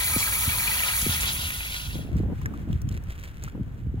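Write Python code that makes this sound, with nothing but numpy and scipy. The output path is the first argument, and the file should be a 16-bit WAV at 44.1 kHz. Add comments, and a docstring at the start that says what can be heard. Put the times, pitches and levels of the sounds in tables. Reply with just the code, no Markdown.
"""Meltwater splashes through a storm drain's grate, and its bubbles ring the chamber below.
It trickles and babbles along the curb and fizzes on the grate, fading out just after two seconds.
Then a walker's sneakers scuff and click on gritty asphalt, over a faint wash of distant traffic.
Eddies thud on the microphone throughout, and a light breeze turns gusty during the walk."""
import sys
import numpy as np
from scipy import signal
from scipy.fft import rfft, irfft
from scipy.io import wavfile

SR = 44100
rng = np.random.default_rng(int(sys.argv[2]) if len(sys.argv) > 2 else 0)


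def master(y):
    """Save y as 16-bit WAV."""
    cut = np.clip(np.atleast_2d(y).T, -1, 1)
    pcm = np.round(cut * 32767)  # scale
    wavfile.write(sys.argv[1], SR, pcm.astype(np.int16))


N = 176400
T, HZ = np.arange(N) / SR, np.fft.rfftfreq(N, 1 / SR)

# Faders for the water layers: time_s, drain_db, gutter_db, spray_db
WATER_FADERS = [(0, -29, -39, -24.5), (.45, -30.5, -37.5, -25.5), (.7, -30.5, -35.5, -26),
                (.9, -29.5, -32, -26.5), (1.02, -34, -36, -25), (1.23, -36, -33, -29),
                (1.45, -46, -35.5, -31.5), (1.82, -51, -40, -40), (2.0, -60, -47.5, -48.5),
                (2.1, -73, -62.5, -66), (2.25, -110, -110, -110)]
CHAMBER_LEAD_MS, GUTTER_LEAD_MS = .125, .238  # how much earlier the left channel hears them


def amp(db):
    """Decibels to gain."""
    return 10 ** (np.asarray(db) / 20)


def unit(x):
    """Scales to rms 1."""
    return x / np.sqrt(np.mean(x ** 2) + 1e-20)


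def fader(rows, column=1):
    """Gain over time from one dB column of a curve."""
    rows = np.array(rows)
    return amp(np.interp(T, rows[:, 0], rows[:, column]))


def colour(x, eq):
    """Shapes a spectrum with an EQ curve; white noise keeps its power."""
    hz, db = np.transpose(eq)
    gain = amp(np.interp(np.log(HZ + 1), np.log(hz + 1), db))
    return irfft(rfft(x) * unit(gain), N)


def resonate(x, modes):
    """Rings a cavity's modes with x; the result has rms 1."""
    response = sum(amp(db) / (1 + 2j * (HZ - hz) / width) for hz, width, db in modes)
    return unit(irfft(rfft(x) * response, N))


def noise():
    """Two unrelated white noises."""
    return rng.standard_normal((2, N))


def wander(rate_hz):
    """Smooth random motion of rms 1."""
    return unit(irfft(rfft(rng.standard_normal(N)) / (1 + (HZ / rate_hz) ** 4), N))


def clicks(per_s, spread_db):
    """Two random click trains of uneven size."""
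    size = amp(spread_db * np.minimum(rng.exponential(1, (2, N)), 4))
    return np.sign(noise()) * size * (rng.random((2, N)) < per_s / SR)


def struck(start, decay_s):
    """Envelope with a near-instant attack and exponential decay."""
    t = np.maximum(T - start, 0)
    return np.minimum(t / .0003, 1) * np.exp(-np.minimum(t / decay_s, 40))


def stereo(pair, same, lead_ms=0):
    """Mixes a pair as mid and side for two microphone ports; a positive lead puts the left first."""
    mid, side = rfft(pair)
    same = np.clip(same, 0, .999)
    mid, side = mid * np.sqrt((1 + same) / 2), side * np.sqrt((1 - same) / 2)
    lag = np.exp(-2j * np.pi * HZ * lead_ms / 1000)
    return irfft(np.array([mid + side, (mid - side) * lag]), N)


def bubbles(low_hz, high_hz, per_s, cycles, rise, spread_db, count=24):
    """Swarm of short rings whose pitch rises as they die; cycles sets the decay time in periods."""
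    swarm = np.zeros((2, N))
    for hz in np.geomspace(low_hz, high_hz, count):
        age = np.arange(0, 5, hz / (cycles * SR))  # in decay times
        ring = np.exp(-age) * np.sin(2 * np.pi * cycles * age * (1 + rise * age))
        swarm += signal.oaconvolve(clicks(per_s / count, spread_db), hz * ring[None], axes=1)[:, :N]
    return unit(swarm)


def street():
    """Distant traffic blurs into a low, wavering wash."""
    # Traffic tone: frequency_hz, gain_db
    traffic_eq = [(30, 24), (150, 11), (400, -2), (800, -6), (1500, -0.5), (2200, -7.5), (3200, -12.5),
                  (4500, -24), (7000, -22), (8500, -25.5), (16000, -21)]
    # Traffic fader: time_s, level_db
    traffic_levels = [(0, -57.5), (2.1, -43.5), (2.6, -41.5), (2.85, -44), (3.2, -43.5), (3.55, -44.5),
                      (3.9, -49), (4, -47.5)]
    return unit(colour(noise(), traffic_eq)) * fader(traffic_levels) * amp(0.91 * wander(11))


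def wind():
    """Lumpy turbulence at the microphone: a breeze, joined by gusts during the walk."""
    # Breeze fader: time_s, level_db
    breeze_levels = [(0, -36), (.4, -36.5), (.6, -34.5), (.9, -40), (1.06, -36), (1.4, -34), (1.7, -40),
                     (1.95, -41), (4, -41)]
    # Soft low end of the breeze: frequency_hz, gain_db
    breeze_eq = [(15, -39), (35, -9), (55, 2.5), (85, -1.5), (150, -9.5), (250, -19.5), (500, -33.5),
                 (1200, -45), (4000, -100)]
    # Gust faders: time_s, rumble_db, flutter_db
    gusts = [(1.8, -43, -69), (1.94, -30, -37.5), (2.08, -39, -36), (2.16, -22, -36), (2.25, -26, -36),
             (2.335, -35, -30.5), (2.37, -32.5, -74), (2.465, -24.5, -36), (2.51, -42, -39),
             (2.66, -33, -40), (2.71, -24, -38), (2.77, -29, -52), (2.88, -31, -46.5), (2.98, -32, -46),
             (3.09, -42, -73), (3.15, -59, -73), (3.36, -54, -68), (3.45, -30, -49), (3.51, -41, -60),
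             (3.54, -37, -36.5), (3.62, -32.5, -45), (3.78, -43.5, -51), (3.87, -29.5, -51),
             (4.0, -33.5, -55)]
    # Bass weight of the gusts: frequency_hz, gain_db
    rumble_eq = [(15, -23), (35, -31), (55, 1.5), (90, -0.5), (140, -5.5), (200, -15), (320, -26.5),
                 (800, -63), (4000, -100)]
    # Low-mid flapping above it: frequency_hz, gain_db
    flutter_eq = [(20, -24), (70, -39), (170, 4), (260, 0), (400, -10), (600, -16), (1000, -28),
                  (2500, -55), (8000, -93)]
    breeze = stereo(unit(colour(noise(), breeze_eq)), same=1) * fader(breeze_levels)
    rumble = stereo(unit(colour(noise(), rumble_eq) * amp(2.2 * wander(44))), same=.74)
    flutter = stereo(unit(colour(noise(), flutter_eq) * amp(4 * wander(60))), same=.55)
    fade_in = np.clip((T - gusts[0][0]) / 0.016, 0, 1)
    return breeze + fade_in * (rumble * fader(gusts, column=1) + flutter * fader(gusts, column=2))


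def buffets():
    """An eddy hits the microphone: a rough thud that sags in pitch."""
    # Wind thuds: start_s, level_db, start_pitch_hz
    eddies = [(0.161, -18, 522), (0.475, -14.5, 212), (1.025, -20, 111), (1.063, -18, 503),
              (1.093, -18, 167), (1.953, -29.5, 644), (2.158, -20, 235), (2.2, -19, 558), (2.288, -35, 512),
              (2.318, -40, 710), (2.697, -18, 336), (2.873, -18, 151), (2.916, -21, 172),
              (3.085, -21.5, 130), (3.576, -31, 617), (3.607, -17.5, 304), (3.864, -17.5, 190),
              (3.941, -20, 284)]
    end_hz, sag_s, attack_s, decay_s = 58, 0.00721, 0.0039, 0.017
    thuds = np.zeros(N)
    for start, db, hz in eddies:
        t = np.maximum(T - start, 0)
        turns = end_hz * t + (hz - end_hz) * sag_s * (1 - np.exp(-t / sag_s))
        envelope = amp(db) * np.minimum(t / attack_s, 1) * struck(start, decay_s)
        thuds += envelope * np.sin(2 * np.pi * turns + .6 * wander(130))
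    return thuds


def footsteps():
    """Soles crunch over loose grit in uneven spurts; single grains snap and the shoe knocks dryly."""
    # Soles dragging on asphalt: centre_s, level_db, half_length_s
    drags = [(2.19, -54, 0.065), (2.39, -52, 0.042), (2.584, -55.5, .055), (2.744, -54, 0.048),
             (2.942, -49.5, 0.042), (3.133, -52.5, 0.07), (3.237, -46, 0.037), (3.346, -56, 0.072),
             (3.456, -48.5, 0.04), (3.646, -64, 0.11), (3.79, -63, 0.022), (3.933, -68, 0.074)]
    # Scuff tone: frequency_hz, gain_db
    scuff_eq = [(300, 11.5), (900, 0.5), (2000, 9), (3300, 2.5), (5000, -5), (7500, -4.5), (8500, -8.5),
                (11000, -8.5), (16000, -10)]
    # Grit and shoe clicks: start_s, snap_db, knock_db, knock_pitch_hz
    hits = [(2.168, -40, -43, 1490), (2.416, -43, -39.5, 1030), (2.4585, -32.5, -20, 1750),
            (2.538, -49, -33.5, 1160), (2.729, -40.5, -34.5, 3230), (2.817, -34, -59, 7560),
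            (2.89, -35, -39.5, 3200), (2.925, -41, -41.5, 4200), (3.0377, -43.5, -53, 940),
            (3.1197, -42.5, -46, 3550), (3.1965, -43, -48, 3900), (3.2369, -42, -42, 1920),
            (3.246, -45, -48, 2930), (3.438, -30.5, -26, 6800), (3.478, -50, -31, 1440),
            (3.977, -73, -46, 800)]
    # Crisp tone of a snapping grain: frequency_hz, gain_db
    snap_eq = [(300, 5), (1200, 17.5), (3500, 1), (6000, 18.5), (8500, 12.5), (11000, 7.5), (16000, 14.5)]
    rub = sum(amp(db) / (1 + ((T - centre) / half) ** 4) for centre, db, half in drags)
    spurts = amp(2.5 * wander(45))
    grit = amp(5) * unit(clicks(260, spread_db=4))
    scuffs = unit(colour((noise() + grit) * spurts, scuff_eq)) * rub
    snap_envelope = sum(amp(db) * struck(start, decay_s=0.0024) for start, db, _, _ in hits)
    snaps = colour(noise() * snap_envelope, snap_eq)
    knocks = np.zeros(N)
    for start, _, db, hz in hits:
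        rough_phase = 2 * np.pi * hz * (T - start) + .9 * wander(hz / 5)
        knocks += amp(db) * struck(start, decay_s=7 / hz) * np.sin(rough_phase)
    return scuffs + snaps + np.array([knocks, np.zeros(N)])  # knocks feed the mid only


def spray():
    """Fine droplets fizz on the grate."""
    # Airy top end of the spray: frequency_hz, gain_db
    spray_eq = [(1000, -28.5), (4000, -17.5), (6600, -0.5), (7800, 0.5), (8200, -6), (10000, 6.5),
                (12000, 3), (16000, 3)]
    hiss = noise()
    droplets = bubbles(5058, 15250, per_s=2000, cycles=21.6, rise=0.036, spread_db=2, count=40)
    ticks = unit(clicks(1500, spread_db=-1))
    fizz = unit(colour(hiss + amp(-3) * droplets + amp(1) * ticks, spray_eq))
    return stereo(fizz * amp(0.87 * wander(19)), same=.8, lead_ms=-.183) * fader(WATER_FADERS, column=3)


def gutter():
    """A shallow stream of tiny bubbles, with brighter blips, ringing pockets and a few splashes."""
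    # Trickle tone: frequency_hz, gain_db
    trickle_eq = [(200, -42), (600, 3), (950, 2.5), (1200, -7.5), (1500, -1.5), (1950, -4.5), (2800, 6.5),
                  (3900, 7.5), (4700, 0.5), (5600, 1.5), (7500, -2), (16000, -120)]
    # Pockets along the curb where the stream rings: pitch_hz, half_width_hz, gain_db
    pockets = [(1000, 21, -2), (1445, 28, 7), (3330, 48, 11.5), (3864, 54, 2), (4560, 48, 5)]
    # Splash accents: start_s, level_db, decay_s
    accents = [(.18, -27, 0.054), (0.873, -34, 0.015), (1.016, -24, 0.009), (1.206, -27.5, .018),
               (1.743, -36, 0.0044), (1.916, -54, 0.011)]
    # Their bright tone: frequency_hz, gain_db
    splash_eq = [(600, -19), (4500, 2), (7200, 5.5), (16000, -10)]
    fine = bubbles(944, 7580, per_s=3000, cycles=7.1, rise=0.0208, spread_db=0.5, count=48)
    trickle = colour(unit(fine + amp(-3) * noise()), trickle_eq)
    blips = bubbles(2400, 4800, per_s=80, cycles=22, rise=.01, spread_db=3)
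    ringing = resonate(clicks(820, spread_db=-2), pockets)
    flow = unit(trickle + amp(-8.5) * blips + amp(-0.5) * ringing)
    stream = stereo(flow * amp(2.1 * wander(11.4)), same=0.62, lead_ms=GUTTER_LEAD_MS)
    splash_envelope = sum(amp(db) * struck(start, decay) for start, db, decay in accents)
    splashes = stereo(colour(noise() * splash_envelope, splash_eq), same=0.2, lead_ms=GUTTER_LEAD_MS)
    return stream * fader(WATER_FADERS, column=2) + splashes


def babble():
    """Bubbles ring all along the stream, and in bursts where it folds over."""
    # Glugs of the folding stream: start_s, level_db
    glugs = [(0.228, -32), (0.497, -26), (.677, -22), (0.834, -17.5), (.885, -21), (1.065, -26),
             (1.232, -22.5), (1.282, -30), (1.361, -29), (1.503, -23), (1.606, -26), (1.744, -30)]
    steady = bubbles(1830, 2800, per_s=170, cycles=15, rise=.012, spread_db=2.5)
    crowd = bubbles(1750, 2900, per_s=2500, cycles=9, rise=.012, spread_db=1)
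    bursts = sum(amp(db) * struck(start, decay_s=0.0053) for start, db in glugs)
    chatter = amp(-3) * steady * fader(WATER_FADERS, column=2) + crowd * bursts
    return stereo(chatter, same=0.95, lead_ms=GUTTER_LEAD_MS)


def plops():
    """Single large bubbles ring in the drain, each bending slightly up in pitch."""
    # Featured bubbles: start_s, level_db, pitch_hz
    notes = [(.227, -23, 2275), (.277, -34, 1310), (.352, -22, 2285), (.491, -24, 2300), (.53, -24, 2440),
             (0.675, -20, 2400), (.694, -31.5, 877), (.714, -25.5, 1940)]
    decay_s, rise = 0.012, 0.0039
    rings = np.zeros(N)
    for start, db, hz in notes:
        t = T - start
        turns = hz * t * (1 + rise * t / decay_s)
        rings += amp(db) * struck(start, decay_s) * np.sin(2 * np.pi * turns)
    return stereo(np.array([rings, np.zeros(N)]), same=1, lead_ms=CHAMBER_LEAD_MS)


def drain():
    """Falling water churns and gurgles, ringing the chamber under the grate."""
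    # Hollow modes of the chamber: pitch_hz, half_width_hz, gain_db
    chamber_modes = [(913, 33, -9.5), (1002, 33, 1), (1262, 23, 1.5), (1320, 25, 2), (1405, 31, -2),
                     (1652, 120, -5.5), (1930, 73, 0.5), (2337, 92, 5.5)]
    # Tone of the direct splash: frequency_hz, gain_db
    splash_eq = [(150, -17), (350, 2), (650, -1.5), (1300, -3), (2200, 13), (3000, -4), (3900, 10.5),
                 (4400, 13.5), (4900, -1), (7000, -50), (16000, -38)]
    churn = bubbles(456, 5220, per_s=1200, cycles=4, rise=0.024, spread_db=2) + amp(-4.5) * noise()
    gurgle = bubbles(850, 2600, per_s=110, cycles=19, rise=.006, spread_db=3, count=36)
    hollow = unit(resonate(churn, chamber_modes) + amp(-4.5) * gurgle)
    chamber = amp(-6) * stereo(hollow, same=0.87, lead_ms=CHAMBER_LEAD_MS)
    splash = amp(-7.5) * stereo(unit(colour(churn, splash_eq)), same=1, lead_ms=.176)
    return (chamber + splash) * amp(0.27 * wander(49.3)) * fader(WATER_FADERS, column=1)


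def scene():
    """The mix: water with the drain a little to the left, then feet, traffic and wind."""
    pan_left = amp([[1.1], [-1.1]])
    water = (drain() + plops()) * pan_left + gutter() + babble() + spray()
    feet = stereo(footsteps(), same=0.92, lead_ms=-.276)
    traffic = stereo(street(), same=0.24, lead_ms=-.276)
    return water + feet + traffic + wind() + buffets()


def record(dry):
    """A steep high cut takes off the very top of the treble."""
    cutoff_hz = 15900
    high_cut = signal.firwin(511, cutoff_hz, window=("kaiser", 9), fs=SR)
    return signal.oaconvolve(dry, high_cut[None], "same")


dry = scene()
out = record(dry)
master(out)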